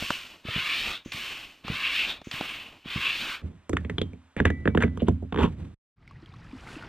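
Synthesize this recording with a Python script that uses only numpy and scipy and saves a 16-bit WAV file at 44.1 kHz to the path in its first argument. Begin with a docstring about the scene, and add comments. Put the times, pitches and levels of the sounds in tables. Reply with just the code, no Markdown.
"""First a double-action hand pump fills a paddle board on a stony shore: turbulent air hisses on every
stroke, the piston thuds and the loose handle clacks. Then, close by, fingers rub the board while a
plastic cap is fumbled into the valve; its impacts ring the seat, the spring and the taut board.
The cap is pressed home and twisted shut, rasping by stick-slip friction. Last, the board glides off
over a calm lake, where ringing bubbles trickle and one small wave laps along the hull."""
import sys
import numpy as np
from scipy import signal
from scipy.fft import rfft, irfft, next_fast_len
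from scipy.io import wavfile
from scipy.ndimage import uniform_filter1d

SR = 44100
rng = np.random.default_rng(int(sys.argv[2]) if len(sys.argv) > 2 else 0)


def store_pcm(level_fs):
    """Save levels as 16-bit WAV."""
    pcm = np.round(np.clip(level_fs, -1, 1) * 32767).astype(np.int16)
    wavfile.write(sys.argv[1], SR, np.atleast_2d(pcm).T)


N = 303804
TIME = np.arange(N) / SR
BLOW = np.arange(SR // 8) / SR   # time within one short blow
PUMP_END_S, VALVE_END_S, LAKE_START_S = 3.42, 5.745, 5.96
HOSE_EXPONENT = .44   # hose amplitude grows as this power of the flow

# Levels in the tables are relative.
# downstrokes: start/s, end/s, rush level/dB, jet level/dB, lead of the bump at the top/s
PUSH_STROKES = [(-.12, 0.407, -33, -48, .05), (1.119, 1.597, -34.5, -51.5, .059),
                (2.312, 2.794, -34, -55, .041)]
# upstrokes: start/s, end/s, rush level/dB, jet level/dB, top speed t/s, seal thud t/s
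PULL_STROKES = [(0.438, 1.008, -28.5, -48.5, .80, 0.56), (1.634, 2.186, -29.5, -50, 2.0, 1.7),
                (2.844, 3.408, -29.5, -49.5, 3.19, 2.959)]
# turbulence spectra of downstroke, upstroke, thin jet and hose: f/Hz, level/dB
PUSH_SPECTRUM = [(500, -29), (850, -31), (1050, -8), (1900, -6.5), (2450, -0.5), (2900, -4), (3500, -6),
                 (4400, -16.5), (6000, -42), (9000, -30)]
PULL_SPECTRUM = [(500, -29), (850, -26), (1050, -9.5), (1900, -9.5), (2400, -3), (2800, -4.5), (3500, -7.5),
                 (4400, -16), (6000, -31), (9000, -35.5)]
JET_SPECTRUM = [(2800, -13), (4000, 18), (5500, 11.5), (7000, 7), (8600, 4.5), (10000, -2.5), (11200, -5.5),
                (12400, 4.5), (13500, -3), (15700, -23.5)]
HOSE_SPECTRUM = [(25, 2), (70, -2), (150, -5), (280, -1), (450, -7.5), (700, -6), (1100, -6), (2000, -19)]
# impacts of the loose handle: t/s, clack level/dB, thud level/dB, thud f/Hz
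HANDLE_CLACKS = [(.023, -42.5, -35.5, 205), (.105, -27, -38.5, 233), (0.485, -43.5, -36, 111),
                 (1.681, -39, -44.5, 200), (2.216, -49, -52, 290), (2.41, -33.5, -38, 240)]
# harder tugs on the handle: t/s, width/s, level/dB, f/Hz
HANDLE_TUGS = [(0.575, 0.036, -32.5, 2820), (.72, .04, -34, 2500), (0.875, 0.022, -34, 2680),
               (0.949, 0.028, -37, 3720), (1.865, 0.042, -27, 2680), (2.015, 0.038, -25, 2590),
               (2.106, 0.037, -34, 3640), (2.923, 0.032, -41.5, 2900), (3.076, 0.062, -28.5, 2730),
               (3.3, 0.061, -39, 1360)]
# fingers bearing on the board: start/s, end/s, level/dB
FINGER_GRIPS = [(3.38, 3.455, -35.5), (3.72, 4.06, -38.5), (4.37, 5.133, -38.5), (5.387, 5.451, -25),
                (5.577, 5.648, -36.5)]
# friction spectra of board and skin: f/Hz, level/dB
RUMBLE_SPECTRUM = [(25, -13), (58, -9), (76, 6), (125, -6), (175, -5.5), (270, -11.5), (400, -21.5),
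                   (600, -29.5), (1200, -54)]
SKIN_SPECTRUM = [(400, 1), (1000, 5.5), (2000, 1), (3500, -3), (4600, -12.5), (6500, -13), (8300, -13),
                 (10000, -22.5), (15000, -34.5)]
# cap against valve: t/s, weight on the board/dB, click level/dB, click f/Hz, tick level/dB
CAP_TAPS = [(3.694, -28, -42, 880, -49), (3.731, -25, -39, 1430, -57), (3.768, -33.5, -28.5, 1800, -54),
            (3.848, -37.5, -46.5, 2150, -77), (3.897, -33.5, -37, 1890, -60.5),
            (3.982, -31, -30.5, 3250, -59.5), (4.015, -26.5, -34.5, 3300, -55.5),
            (4.132, -42, -58.5, 2310, -75), (4.365, -31, -40.5, 1976, -61.5),
            (4.401, -20.5, -25, 1645, -58), (4.453, -19.5, -23, 1630, -46), (4.502, -28.5, -34, 1730, -58),
            (4.655, -26, -34, 1745, -72), (4.675, -21, -25.5, 1653, -61.5),
            (4.749, -22.5, -32, 1000, -63.5), (4.774, -21, -27.5, 1680, -56),
            (4.823, -36, -27, 1590, -49.5), (4.835, -18, -29.5, 2180, -65.5),
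            (4.973, -36.5, -45, 1240, -62.5), (5.019, -22, -58.5, 2100, -67.5),
            (5.083, -16.5, -31, 990, -52), (5.224, -32, -72, 1240, -78), (5.427, -22.5, -43, 1050, -56),
            (5.433, -22, -35, 2600, -56)]
# resonances of the cap: f/Hz, bandwidth/Hz, level/dB
CAP_MODES = [(467, 90, 16.5), (889, 510, 16), (1350, 250, -12.5), (1700, 1200, -15), (2496, 600, -1.5),
             (3680, 210, 6)]
# modes of the inflated board and the valve seat: f/Hz, level/dB, T60/s
BOARD_MODES = [(77.1, 0.5, 0.42), (91.7, -0.5, 0.38), (108, -2, 0.2), (148.6, -5, 0.27), (174.5, 2.5, 0.18),
               (198.1, -0.5, 0.21), (231.5, -4, 0.35), (264, -10, 0.56), (316, -33, 0.59),
               (346.6, -12, 0.16)]
SEAT_MODES = [(240, -8, 0.053), (362, -22.5, 0.019), (420, -0.5, 0.073), (463, -6.5, 0.088),
              (594, -11, 0.03), (696, -13.5, 0.062)]
# modes rung by twangs of the valve spring: t/s, f/Hz, level/dB, T60/s
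SPRING_TWANGS = [(3.77, 1460, -58, 0.45), (4.016, 3175, -52, 0.28), (4.454, 1970, -37.5, 0.74),
                 (4.455, 2300, -45, 0.44), (4.677, 2290, -50, 0.61), (4.83, 1986, -38.5, 0.31)]
# cap rubbing in its seat: t/s, length/s, level/dB, slip rate/Hz, f/Hz, bandwidth/Hz, seat level/dB
CAP_RUBS = [(4.372, 0.029, -39, 320, 1960, 620, -40), (4.448, 0.019, -32.5, 350, 1870, 530, -37.5),
            (4.801, 0.037, -29, 320, 1640, 307, -28), (4.995, 0.012, -43, 230, 3030, 900, -44),
            (5.066, 0.0081, -43.5, 300, 3020, 890, -39), (5.382, 0.071, -29.5, 240, 936, 280, -27.5)]
# spectra of water, spray and breeze: f/Hz, level/dB
WATER_SPECTRUM = [(300, 8), (600, 1), (1400, 3), (2200, 0), (3500, -7.5), (5000, -11.5), (8000, -37),
                  (12000, -37)]
SPRAY_SPECTRUM = [(3000, 4), (5500, -4), (8000, -4.5), (11000, -13), (15000, -29)]
BREEZE_SPECTRUM = [(25, -7), (45, 0), (80, -1.5), (140, 0), (200, -9), (400, -23), (900, -47)]
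# bubbles from drips and from plops under the hull: t/s, level/dB, f/Hz
NEAR_DRIPS = [(6.077, -36, 2160), (6.11, -38.5, 1100), (6.26, -41.5, 3200), (6.338, -43, 1080),
              (6.673, -34, 2070), (6.825, -34, 1420)]
HULL_PLOPS = [(6.228, -36, 306), (6.531, -27.5, 258), (6.55, -29.5, 246), (6.765, -28, 290)]
# left-right coherence of the noises: f/Hz, coherence (0-1)
COHERENCE = [(60, 1), (200, 1), (1400, 1), (3100, 1), (4500, 1), (7000, 1), (13000, 0.3)]
# left channel over right: f/Hz, level/dB
PUMP_BALANCE = [(100, -1.5), (5000, 0.4), (8500, 0), (12500, -11.5), (15000, -16)]
VALVE_BALANCE = [(60, -2), (200, -3), (1200, -3), (2400, 1.5), (4400, 1), (8000, -8), (15000, -1)]
# scattering by nearby surfaces against the direct sound: f/Hz, level/dB
PUMP_ECHOES = [(100, -41), (1300, -41), (3000, -20), (6000, -16.5)]
VALVE_ECHOES = [(80, -31), (200, -15.5), (450, -5), (1000, -10.5), (2500, -25), (5000, -17)]


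def from_db(db):
    """Amplitude ratio of a level."""
    return 10 ** (np.asarray(db) / 20)


def unit_rms(x):
    """Normalisation to unit power."""
    return x / np.sqrt(np.mean(x ** 2) + 1e-20)


def unit_blow(x):
    """Normalisation to the energy of 20 ms at unit power."""
    return x / np.sqrt(np.sum(x ** 2) / (SR / 50) + 1e-20)


def between(start, end):
    """Gate with 4 ms ramps."""
    return uniform_filter1d(1. * ((TIME >= start) & (TIME < end)), size=176)


def onset(start, attack_s):
    """Exponential approach from 0 to 1."""
    return 1 - np.exp(-np.maximum(TIME - start, 0) / attack_s)


def held(start, end, attack_s, release_db_per_s):
    """Attack, hold and exponential decay."""
    fall_db = np.minimum(release_db_per_s * np.maximum(TIME - end, 0), 200)
    return onset(start, attack_s) * from_db(-fall_db)


def hump(s, width_s):
    """Bell-shaped envelope of height 1."""
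    return 1 / (1 + ((TIME - s) / width_s) ** 2 / 2) ** 2


def crest(s, rise_s, fall_s):
    """Exponential growth to 1 at time s, then decay."""
    return np.exp(-np.maximum((s - TIME) / rise_s, (TIME - s) / fall_s))


def drift(per_s):
    """Slow random modulation of unit variance."""
    knots = rng.standard_normal(N // 20)
    return np.interp(TIME * per_s, np.arange(len(knots)), knots) * np.sqrt(3 / 2)


def at_hz(points, hz):
    """Interpolation on a log-frequency axis."""
    f, value = np.transpose(points)
    return np.interp(np.log(hz + 1e-3), np.log(f), value)


def cut(x, hz, kind, order=2):
    """Butterworth filter."""
    sections = signal.butter(order, np.clip(hz, 10, .45 * SR), kind, fs=SR, output="sos")
    return signal.sosfilt(sections, x + 1e-18)


def ring(impulses, hz, t60):
    """Damped oscillator: each impulse starts a decaying sine."""
    r, w = from_db(-60 / (t60 * SR)), 2 * np.pi * hz / SR
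    return signal.lfilter([0, np.sin(w)], [1, -2 * r * np.cos(w), r * r], impulses + 1e-18)


def resonate(x, hz, width_hz):
    """Driven resonator with unit peak gain."""
    r = np.exp(-np.pi * width_hz / SR)
    feedback = [1, -2 * r * np.cos(2 * np.pi * hz / SR), r * r]
    return signal.lfilter(np.array([1, 0, -1]) * (1 - r * r) / 2, feedback, x + 1e-18)


def add(track, s, sound):
    """Superposition of a sound at time s."""
    i = max(round(s * SR), 0)
    track[i:i + len(sound)] += sound[:N - i]


def burst(decay_s, tail_db=-28, tail_s=.045):
    """Broadband excitation by a brief contact, with a faint tail."""
    envelope = np.exp(-BLOW / decay_s) + from_db(tail_db) * np.exp(-BLOW / tail_s)
    return rng.standard_normal(len(BLOW)) * envelope * (1 - BLOW / BLOW[-1])


def noise(spectrum):
    """Partly coherent stereo noise of a given spectrum, at unit power."""
    size = next_fast_len(N)
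    hz = np.fft.rfftfreq(size, 1 / SR)
    mid, side = rfft(rng.standard_normal((2, size)))
    alike = np.clip(at_hz(COHERENCE, hz), 0, 1)
    stereo = np.sqrt(1 + alike) * mid + np.sqrt(1 - alike) * side * [[1], [-1]]
    gain = from_db(at_hz(spectrum, hz)) / (1 + (hz / spectrum[-1][0] / 2) ** 4)
    return unit_rms(irfft(gain * stereo, size)[:, :N])


def flow(start, end, attack_s, fade_db, power):
    """Piston-driven flow builds up, then fades toward the end of travel."""
    travel = np.clip((TIME - start) / (end - start), 0, 1.5)
    return onset(start, attack_s) * from_db(np.maximum(fade_db * travel ** power, -120))


def barrel(air, start, end, speed, pitch, first_trip_s, last_trip_s, echo):
    """Comb filtering: inlet noise interferes with an echo whose delay follows the piston."""
    on, out = speed > .001, np.zeros((2, N))
    travel = (TIME[on] - start) / (end - start) + .098 * drift(13)[on]   # the arms push unevenly
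    trip_s = first_trip_s + (last_trip_s - first_trip_s) * travel
    warped_time = TIME[on][0] + np.cumsum(pitch[on]) / SR
    rush = np.array([np.interp(warped_time, TIME, side) for side in air])
    reflected = np.array([np.interp(TIME[on] - trip_s, TIME[on], side) for side in rush])
    out[:, on] = unit_rms(rush + echo * reflected)
    return out * speed


def pushes(jet, hose):
    """Downstroke turbulence starts abruptly and dies under back pressure; the outlet half whistles."""
    air, out = noise(PUSH_SPECTRUM), 0
    outlet = unit_rms(resonate(air, hz=2870, width_hz=420))
    for start, end, air_db, jet_db, _ in PUSH_STROKES:
        speed = flow(start, end, attack_s=.0074, fade_db=-30, power=2.7)
        whistle = from_db(-2) * onset(start, attack_s=.083) ** 2 * outlet
        rush = barrel(air + whistle, start, end, speed, pitch=np.full(N, 1.01),
                      first_trip_s=.0017, last_trip_s=.00207, echo=.17)
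        out += from_db(air_db) * rush + from_db(jet_db + 5) * speed ** .98 * jet
        out += speed ** HOSE_EXPONENT * hose
    return out


def thud(db, hz, cycles=.66):
    """Heavily damped vibration of the struck barrel, with a short rumble."""
    blow = np.sin(2 * np.pi * hz * BLOW) * BLOW * np.exp(-2 * BLOW * hz / cycles)
    rumble = cut(burst(.038), 294, "low")
    return from_db(db) * (unit_blow(blow) + from_db(-9) * unit_blow(rumble))


def snap(db):
    """A short impact excites a broad, bright resonance of plastic."""
    contact = (1 - np.exp(-BLOW / .002)) * burst(.003, tail_db=-30, tail_s=.012)
    return from_db(db) * unit_blow(cut(resonate(contact, hz=2400, width_hz=2200), 4500, "low"))


def pump_knocks():
    """Impact sound of the piston, seal, flap valve and loose handle."""
    out = np.zeros(N)
    for start, *_, seal_s in PULL_STROKES:
        add(out, start + .014, thud(db=-41.5, hz=220))   # slack is taken up
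        add(out, seal_s, thud(db=-30, hz=153))   # the seal seats
        add(out, seal_s + .019, thud(db=-39.5, hz=153))   # and rebounds
    for start, *_, lead_s in PUSH_STROKES:
        if start > 0:
            add(out, start - lead_s, thud(db=-38, hz=248))   # bump at the top
            add(out, start, snap(db=-36.5))   # the flap snaps over
            add(out, start + .026, thud(db=-42, hz=142))   # the piston takes the load
    for s, clack_db, thud_db, thud_hz in HANDLE_CLACKS:
        contact = burst(.0028, tail_db=-52, tail_s=.0085)
        clack = cut(resonate(contact, hz=540, width_hz=400), 2300, "low")
        add(out, s, thud(thud_db, thud_hz) + from_db(clack_db) * unit_blow(clack))
        add(out, s - .0015, snap(clack_db - 7))
    return out


def pulls(jet, hose, thinning=.91, dulling=.29, edge_hz=1520):
    """Upstroke turbulence swells, rises and thins at top speed; a gust then passes jet and hose."""
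    air, out = noise(PULL_SPECTRUM), 0
    for start, end, air_db, jet_db, surge_s, _ in PULL_STROKES:
        speed = flow(start, end, attack_s=.11, fade_db=-27, power=12)
        jet_flow = onset(start, .063) * flow(start, end, attack_s=.063, fade_db=-31.5, power=17)
        surge, gust = hump(surge_s, width_s=.075), hump(surge_s + .092, width_s=.1)
        pitch = .97 + .09 * surge + .07 * (1 - speed)
        rush = barrel(air, start, end, speed, pitch, first_trip_s=.002283, last_trip_s=.00117, echo=.41)
        low = cut(rush, edge_hz, "low", order=4)
        low = cut(low[:, ::-1], edge_hz, "low", order=4)[:, ::-1]   # backward pass: zero phase
        out += from_db(air_db) * (rush - thinning * surge * low - dulling * gust * (rush - low))
        out += from_db(jet_db + 3.5 * gust) * jet_flow * jet
        out += from_db(5.5 * gust) * speed ** HOSE_EXPONENT * hose
    return out


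def tugs():
    """Narrow-band flow noise swells with each harder tug."""
    air = noise(PULL_SPECTRUM)
    return sum(from_db(db) * hump(s, width_s) * unit_rms(resonate(air, hz, width_hz=430))
               for s, width_s, db, hz in HANDLE_TUGS)


def pump_air(flutter_db=.85):
    """Turbulent noise of all strokes over a faint steady hiss; a thin leak precedes each push."""
    jet = noise(JET_SPECTRUM)
    hose = noise(HOSE_SPECTRUM) * from_db(-50 + 1.9 * drift(24.92))
    hiss = noise(PUSH_SPECTRUM)
    rush = pulls(jet, hose) + tugs() + pushes(jet, hose)
    rush *= from_db(flutter_db * (drift(45) + drift(250)))
    turning = sum(between(start - .07, start) for start, *_ in PUSH_STROKES)
    thin = unit_rms(resonate(noise(JET_SPECTRUM), hz=6500, width_hz=900))
    leak = turning * (from_db(-61) * thin + from_db(-55) * hiss)
    return (rush + leak + from_db(-66) * hiss + from_db(-74) * jet) * between(0, PUMP_END_S)


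def fingers(skin_db=-26.5, shore_db=-66):
    """Sliding friction on the taut board: rumble and hiss follow the grip, over the shore's hiss."""
    grip = sum(from_db(db) * held(start, end, attack_s=.0091, release_db_per_s=143)
               for start, end, db in FINGER_GRIPS)
    hiss = np.hypot(grip * from_db(skin_db + 2.6 * drift(89)), from_db(shore_db))
    return grip * noise(RUMBLE_SPECTRUM) + hiss * noise(SKIN_SPECTRUM)


def strike(modes, times, levels_db, spread_db):
    """Modal superposition: every blow excites each mode with a random strength."""
    at, out = (np.asarray(times) * SR).astype(int), np.zeros(N)
    for k, (hz, db, t60) in enumerate(modes):
        impulses = np.zeros(N)
        impulses[at] = from_db(levels_db + db + spread_db * rng.standard_normal(len(at)))
        out += ring(impulses, hz, t60) * (-1) ** (k // 2)
    return out


def cap_body(force):
    """Forced response of the hollow cap."""
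    return sum((-1) ** k * from_db(db) * resonate(force, hz, width)
               for k, (hz, width, db) in enumerate(CAP_MODES))


def cap_taps(touches):
    """Impacts click at a pitch set by the point of contact and excite the modes of seat and board."""
    out = np.zeros(N)
    bite = 1 - np.exp(-(BLOW / .00091) ** 2)   # soft plastic takes a moment to bite
    for s, weight_db, click_db, click_hz, tick_db in touches:
        contact = bite * burst(.0016, tail_db=-27, tail_s=.017)
        click = unit_blow(resonate(contact, click_hz, width_hz=360))
        click += from_db(-9) * unit_blow(cap_body(contact))
        click = cut(click, max(3750, 1.29 * click_hz), "low", order=8)
        tick = bite * burst(.0026, tail_db=-24, tail_s=.03)
        tick = cut(cut(tick, 7600, "high", order=4), 6000, "low", order=4)
        add(out, s - .0005, from_db(click_db) * unit_blow(click) + from_db(tick_db) * unit_blow(tick))
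        thump = cut(resonate(burst(.014), hz=240, width_hz=110), 450, "low", order=3)   # board's skin
        add(out, s, from_db(weight_db - 2) * unit_blow(thump))
    times, weights_db = np.transpose(touches)[:2]
    boom = strike(BOARD_MODES, times + .002, weights_db - 4.5, spread_db=1.5)
    clunk = strike(SEAT_MODES, times + .001, weights_db - .5, spread_db=2.5)
    return out + cut(boom + clunk, 900, "low", order=3)


def spring():
    """Free vibration of the valve spring, one mode to a row; a twang may ring several."""
    return sum(strike([(hz, db, t60)], [s], 0, spread_db=2) for s, hz, db, t60 in SPRING_TWANGS)


def cap_rubs(jitter=.13, uneven_db=5, grit=.1, rim_hz=3050, rim_width_hz=1300):
    """Stick-slip friction: uneven pulses ring the cap, its rim and the seat, under a dry scratch."""
    out = np.zeros(N)
    for start, length_s, db, slip_hz, hz, width, seat_db in CAP_RUBS:
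        pressure = held(start, start + length_s, attack_s=.0035, release_db_per_s=606)
        on = pressure > .01
        cycles = np.cumsum((slip_hz * np.exp(jitter * drift(200)))[on]) / SR
        slips = np.diff(np.floor(cycles), prepend=-1) * from_db(uneven_db * drift(400)[on])
        grains = rng.standard_normal(N)[on] * from_db(.9 * drift(220)[on])
        force = slips + grit * grains
        rasp = unit_rms(resonate(force, hz, width)) + from_db(-7) * unit_rms(cap_body(force))
        rasp = unit_rms(cut(rasp, 3650, "low", order=8))
        scratch = from_db(-29) * unit_rms(cut(grains, [4200, 8000], "band"))
        rim = resonate(resonate(force, rim_hz, rim_width_hz), rim_hz, rim_width_hz)
        cap = rasp + scratch + from_db(-19) * unit_rms(rim)
        seat = unit_rms(sum(ring(slips, f, t60) * from_db(level) for f, level, t60 in SEAT_MODES))
        out[on] += pressure[on] * (from_db(db) * cap + from_db(seat_db) * seat)
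    return out


def twist_jerks(start_s=5.324, weight_db=-31.5, click_db=-37, click_hz=967, tick_db=-69):
    """Stick-slip starts the twist: five ever faster jerks, as rows like those of CAP_TAPS."""
    gaps_s = .0195 * .85 ** np.arange(5)
    return [(s, weight_db, click_db, click_hz, tick_db) for s in start_s + np.cumsum(gaps_s) - gaps_s]


def bubble(hz, cycles, rise):
    """Damped pulsation of a bubble, rising in pitch as it nears the surface."""
    age = BLOW * hz / cycles
    phase = 2 * np.pi * hz * BLOW * (1 + rise * np.minimum(age, 1))
    return np.sin(phase) * from_db(-60 * age) * (1 - np.exp(-BLOW * hz * 2))


def trickle(per_s=320):
    """Resonances of many small bubbles, random in time, pitch and strength."""
    out, span_s = np.zeros(N), TIME[-1] - LAKE_START_S
    for when, pitch, rank in rng.random((int(per_s * span_s), 3)):
        hz = 650 * 9 ** pitch
        gain = from_db(at_hz(WATER_SPECTRUM, hz) - 4 * np.log(rank + .033)) * hz   # few are loud
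        add(out, LAKE_START_S + when * span_s, gain * bubble(hz, cycles=32, rise=.057))
    return out / np.std(out[TIME > LAKE_START_S])


def drips_and_plops():
    """Bubble resonance nearby: drips ring high with a faint splash, plops under the hull ring low."""
    out = np.zeros(N)
    for s, db, hz in NEAR_DRIPS:
        splash = unit_blow(cut(burst(.0034), [900, 5000], "band"))
        add(out, s, from_db(db) * bubble(hz, cycles=36, rise=.052) + from_db(db - 29) * splash)
    for s, db, hz in HULL_PLOPS:
        add(out, s, from_db(db) * bubble(hz, cycles=14, rise=.13))
    return out


def lake(wave_s=6.73, rise_s=.24):
    """Bubble and flow noise swell as one small wave runs along the hull, over a low breeze."""
    water = from_db(-5.5) * trickle() + from_db(-2.5) * noise(WATER_SPECTRUM)
    water *= from_db(-60 + 16 * crest(wave_s, rise_s, fall_s=.68))
    spray_db = -79 + 28 * crest(wave_s, rise_s, fall_s=.14) + 1.4 * drift(200)
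    spray = from_db(spray_db) * noise(SPRAY_SPECTRUM)
    near = drips_and_plops()
    breeze = from_db(-49) * noise(BREEZE_SPECTRUM)
    return (water + spray + near + breeze) * onset(LAKE_START_S, attack_s=.1)


def place(x, balance, scattered, left_lead_s, scatter_s):
    """Localisation by level and time differences, with scattered sound in antiphase between sides."""
    size = next_fast_len(N + len(BLOW))
    hz = np.fft.rfftfreq(size, 1 / SR)
    half = np.array([[.5], [-.5]])
    direct = from_db(half * at_hz(balance, hz)) * np.exp(2j * np.pi * hz * left_lead_s * half)
    echoes = rng.standard_normal(len(BLOW)) * np.exp(-BLOW / scatter_s)
    scatter = from_db(at_hz(scattered, hz)) * rfft(echoes / np.linalg.norm(echoes), size)
    response = direct + scatter * np.sign(half) * np.abs(direct).min(axis=0)
    return irfft(rfft(x, size) * response, size)[:, :N]


def scene():
    """Superposition of pump, valve and lake, one after another."""
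    pump = pump_air() + pump_knocks()
    pump = place(pump, PUMP_BALANCE, PUMP_ECHOES, left_lead_s=.00001, scatter_s=.00505)
    valve = cap_taps(CAP_TAPS + twist_jerks()) + spring() + cap_rubs() + fingers()
    valve = place(valve, VALVE_BALANCE, VALVE_ECHOES, left_lead_s=-.000057, scatter_s=.008)
    return pump + valve * between(PUMP_END_S, VALVE_END_S) + lake()


def record(dry, low_hz=22, high_hz=15750):
    """Band limiting removes the deepest rumble and the highest treble."""
    low_pass = signal.ellip(10, .1, 80, high_hz, fs=SR, output="sos")
    return signal.sosfilt(low_pass, cut(dry, low_hz, "high"))


dry = scene()
out = record(dry)
store_pcm(out)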